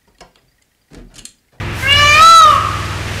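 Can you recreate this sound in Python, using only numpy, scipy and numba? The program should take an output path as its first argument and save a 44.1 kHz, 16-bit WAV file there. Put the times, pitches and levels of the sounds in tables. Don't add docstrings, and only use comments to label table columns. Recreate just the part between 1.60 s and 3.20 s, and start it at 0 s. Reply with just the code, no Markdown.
import sys
import numpy as np
from scipy import signal
from scipy.io import wavfile
from scipy.ndimage import uniform_filter1d
from numba import njit

SR = 44100
rng = np.random.default_rng(int(sys.argv[2]) if len(sys.argv) > 2 else 0)


def magnitude_from_level(level_db):
    exponent = np.asarray(level_db, float) / 20
    return 10 ** exponent


def to_wav(s):
    ch = np.atleast_2d(s).T
    pcm = np.round(np.clip(ch, -1, 1) * 32767)
    wavfile.write(sys.argv[1], SR, pcm.astype(np.int16))


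N = 70560


def level(x, db):
    return x * magnitude_from_level(db) / np.sqrt(np.mean(x ** 2))


def curve(table, col):
    rows = np.array(table, float)
    return np.interp(np.arange(N) / SR, rows[:, 0], rows[:, col])


def band(x, hz, width_hz):
    b, a = signal.iirpeak(min(hz, 0.45 * SR), hz / width_hz, fs=SR)
    return signal.lfilter(b, a, x)


def band_twice(x, hz, width_hz, second_width_hz):
    return band(band(x, hz, width_hz), hz, second_width_hz)


def noise():
    return rng.standard_normal(N)


def walk(rate_hz):
    hold = int(SR / rate_hz)
    held = rng.standard_normal(2000)[np.arange(N) // hold]
    return 1.59 * uniform_filter1d(uniform_filter1d(held, hold), hold)


def yard():
    # f/Hz, level/dB per Hz
    yard_spectrum = [(35, -0.5), (90, -27), (250, -7.5), (600, -15), (2300, -10), (4000, -31), (8000, -39),
                     (15000, -76)]
    rows = np.array(yard_spectrum)
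    swell = walk(0.67)
    out = 0
    for hz in 40 * 2 ** np.arange(0, 8.6, 0.5):
        db = np.interp(np.log(hz), np.log(rows[:, 0]), rows[:, 1])
        db = db + 0.27 * swell + 0.4 * walk(6.2)
        width_hz = hz / 2.03
        out = out + magnitude_from_level(db) * band_twice(noise(), hz, width_hz, width_hz)
    return level(out, -26)


def engine():
    # t/s, rate/Hz (engine cycles), level/dB
    idle = [
        (0, 21.3, -18),
        (.15, 21.9, -19),
        (.28, 21, -24.5),
        (.36, 18.9, -16.5),
        (.5, 19.3, -21),
        (.65, 19.68, -24),
        (1.6, 19.68, -24),
    ]
    # f/Hz, width/Hz, level/dB
    exhaust = [(56.2, 25, 2), (79.1, 7.6, -2), (96.8, 15.2, 7), (118.7, 6.1, -5.5), (157.7, 13, -3.5),
               (214.4, 7.6, -14), (300, 130, -3), (349.8, 11.9, -10.5)]
    firing_at_s, scatter_db = 1.157, 0.5
    rate_hz = np.pad(curve(idle, 1), (0, SR // 5), mode="edge")
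    turns = np.cumsum(rate_hz) / SR
    turns = turns - turns[int(firing_at_s * SR)]
    firings = np.flatnonzero(np.diff(np.floor(turns)))
    pulses = np.zeros(len(turns))
    pulses[firings] = magnitude_from_level(scatter_db * rng.standard_normal(60)[:len(firings)])
    pipe = 0
    for hz, width_hz, db in exhaust:
        ring = band_twice(pulses[::-1], hz, width_hz, width_hz)[::-1]
        pipe = pipe + magnitude_from_level(db) * ring / width_hz
    return level(pipe[:N], 0) * magnitude_from_level(curve(idle, 2))


def spray():
    from_s, rise_s = 0.1, 0.1
    centre_hz, width_hz = 4000, 4270
    rise = np.clip((np.arange(N) / SR - from_s) / rise_s, 0, 1)
    hiss = band_twice(noise(), centre_hz, width_hz, 2 * width_hz)
    return level(hiss, -34) * rise * magnitude_from_level(0.5 * walk(20))


def rustle():
    # t/s, level/dB
    stir = [
        (0, -50.5),
        (.13, -53),
        (.165, -40.5),
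        (.22, -34),
        (.3, -42),
        (.4, -40),
        (.55, -39),
        (.9, -75),
        (1.6, -54),
    ]
    hiss = level(band(noise(), 8850, 9500), 0)
    return hiss * magnitude_from_level(curve(stir, 1) + 1.2 * walk(26.7))


def thud():
    at_s, mode_hz, width_hz = 0.6, 226, 25
    tap = 1.0 * (np.arange(N) == int(at_s * SR))
    ring = band_twice(tap, mode_hz, width_hz, 2 * width_hz)
    return magnitude_from_level(-19.5) * ring / ring.max()


@njit
def walls(x, lags, gain, damp):
    line, soft, out = np.zeros((8, 4096)), np.zeros(8), np.zeros(len(x))
    for i in range(len(x)):
        total = 0.
        for k in range(8):
            echo = gain[k] * line[k, (i - lags[k]) & 4095]
            soft[k] += (1 - damp) * (echo - soft[k])
            total += soft[k]
            out[i] += soft[k] * (1 - 2 * (k % 2))
        for k in range(8):
            line[k, i & 4095] = x[i] + soft[k] - total / 4
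    return out


def aviary(bird):
    # t/s, level/dB
    to_walls = [
        (.2, -0.5),
        (.58, 5.5),
        (.64, -13.5),
        (.8, -6),
        (.87, 4.5),
        (.96, 10),
    ]
    t60_s, damp = 1.0, 0.1
    lags = np.array([521, 787, 1109, 1481, 1873, 2293, 2741, 3203])
    sent = band(bird * magnitude_from_level(curve(to_walls, 1)), 1656, 1440)
    gain = magnitude_from_level(-60 * lags / SR / t60_s)
    return magnitude_from_level(-18) * walls(sent + 1e-18, lags, gain, damp)


def syrinx(part, column, pitch_hz, waver_db):
    # harmonic number, level/dB reedy, level/dB whistle
    harmonics = [(1, -12.5, -14), (2, -9.5, 0.5), (3, -4, -25.5), (4, -3.5, -31.5), (5, -7.5, -23.5),
                 (6, -14.5, -32), (7, -11.5, -30.5), (8, -14, -38), (9, -14.5, -44), (10, -15, -46),
                 (11, -17.5, -46), (12, -15, -50), (13, -34, -68)]
    attack_s, release_s = 0.0022, 0.005
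    throat_boost_db, throat_width_hz = 7.5, 370
    t = np.arange(N) / SR
    phase = 2 * np.pi * np.cumsum(pitch_hz) / SR
    beak_hz, throat_hz = curve(part, 2), curve(part, 4)
    rough = np.clip(curve(part, 3), 0, 1)
    onset = np.clip((t - part[0][0]) / attack_s, 0, 1)
    gate = onset * np.clip((part[-1][0] - t) / release_s + 1, 0, 1)
    slip = 0.8 * rough ** 2 * walk(200)
    tone = 0
    for row in harmonics:
        number = row[0]
        beak = 1 / np.sqrt(1 + (number * pitch_hz / beak_hz) ** 24)
        off_throat = (number * pitch_hz - throat_hz) / throat_width_hz
        throat_db = throat_boost_db * np.exp(-off_throat ** 2)
        flutter_db = min(number, 3) / 3 * waver_db * walk(60)
        gain = beak * magnitude_from_level(row[column] + throat_db + flutter_db)
        gain = gain * (1 + rough * walk(250))
        tone = tone + gain * np.sin(number * (phase + slip) + number ** 2)
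    breath = magnitude_from_level(-2) * rough * level(band(noise(), 1720, 2060), 0)
    return (np.sqrt(2) * tone + breath) * gate * magnitude_from_level(curve(part, 1))


def cry():
    # t/s, level/dB, beak cut-off f/Hz, roughness (0-1), throat resonance f/Hz
    reed = [
        (.224, -22.5, 2240, 0.2, 2020),
        (.265, -18.5, 2370, 0.18, 2130),
        (.29, -16, 3100, 0.2, 2900),
        (.345, -15, 5200, 0.21, 2800),
        (.43, -14.5, 6360, 0.25, 2850),
        (0.499, -14.5, 7300, 0.19, 2400),
        (.55, -15, 6100, 0.29, 2250),
        (0.601, -19.5, 4960, 0.64, 2380),
        (.635, -22, 4000, 0.66, 2440),
    ]
    whistle = [
        (.37, -24, 4000, 0, 2900),
        (.44, -11.5, 4000, 0.03, 2900),
        (.54, -20.5, 4000, 0.14, 2870),
        (.63, 3, 4000, 0.08, 2720),
        (.72, 3.5, 4000, 0.05, 2690),
        (.785, 5, 4000, 0, 3020),
        (.86, -1.5, 4000, 0.06, 2750),
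        (.92, -11.5, 4000, 0.2, 2860),
        (.978, -19, 4000, 0.31, 2760),
    ]
    # t/s, f/Hz
    pitch = [
        (.224, 516),
        (.3, 560),
        (.37, 580),
        (.49, 587),
        (.555, 605),
        (.635, 653),
        (.7, 666),
        (.775, 659),
        (.9, 596),
        (.98, 530),
    ]
    # t/s, half length/s, depth/dB
    dips = [
        (0.816, .002, -20),
        (0.87, 0.0019, -8.5),
    ]
    waver_db, jitter = 2.6, 0.0016
    pitch_hz = uniform_filter1d(curve(pitch, 1), size=2400) * (1 + jitter * walk(59.5))
    t = np.arange(N) / SR
    dip_db = 0
    for at_s, half_s, depth_db in dips:
        dip_db = dip_db + depth_db * np.exp(-((t - at_s) / half_s) ** 2)
    reedy = syrinx(reed, 1, pitch_hz, waver_db)
    return reedy + magnitude_from_level(dip_db) * syrinx(whistle, 2, pitch_hz, waver_db / 6)


def scene():
    bird = cry()
    background = yard() + engine() + spray() + rustle() + thud()
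    return (background + aviary(bird) + bird)[None]


def top_cut(x):
    return signal.sosfilt(signal.butter(12, 15460, fs=SR, output="sos"), x)


def record(dry):
    ceiling, knee, top_hz = 0.735, 8.0, 15450
    flat = dry / (1 + np.abs(dry / ceiling) ** knee) ** (1 / knee)
    low_pass = signal.ellip(8, 0.2, 70, top_hz, fs=SR, output="sos")
    return top_cut(signal.sosfilt(low_pass, flat))


dry = scene()
out = record(dry)
to_wav(out)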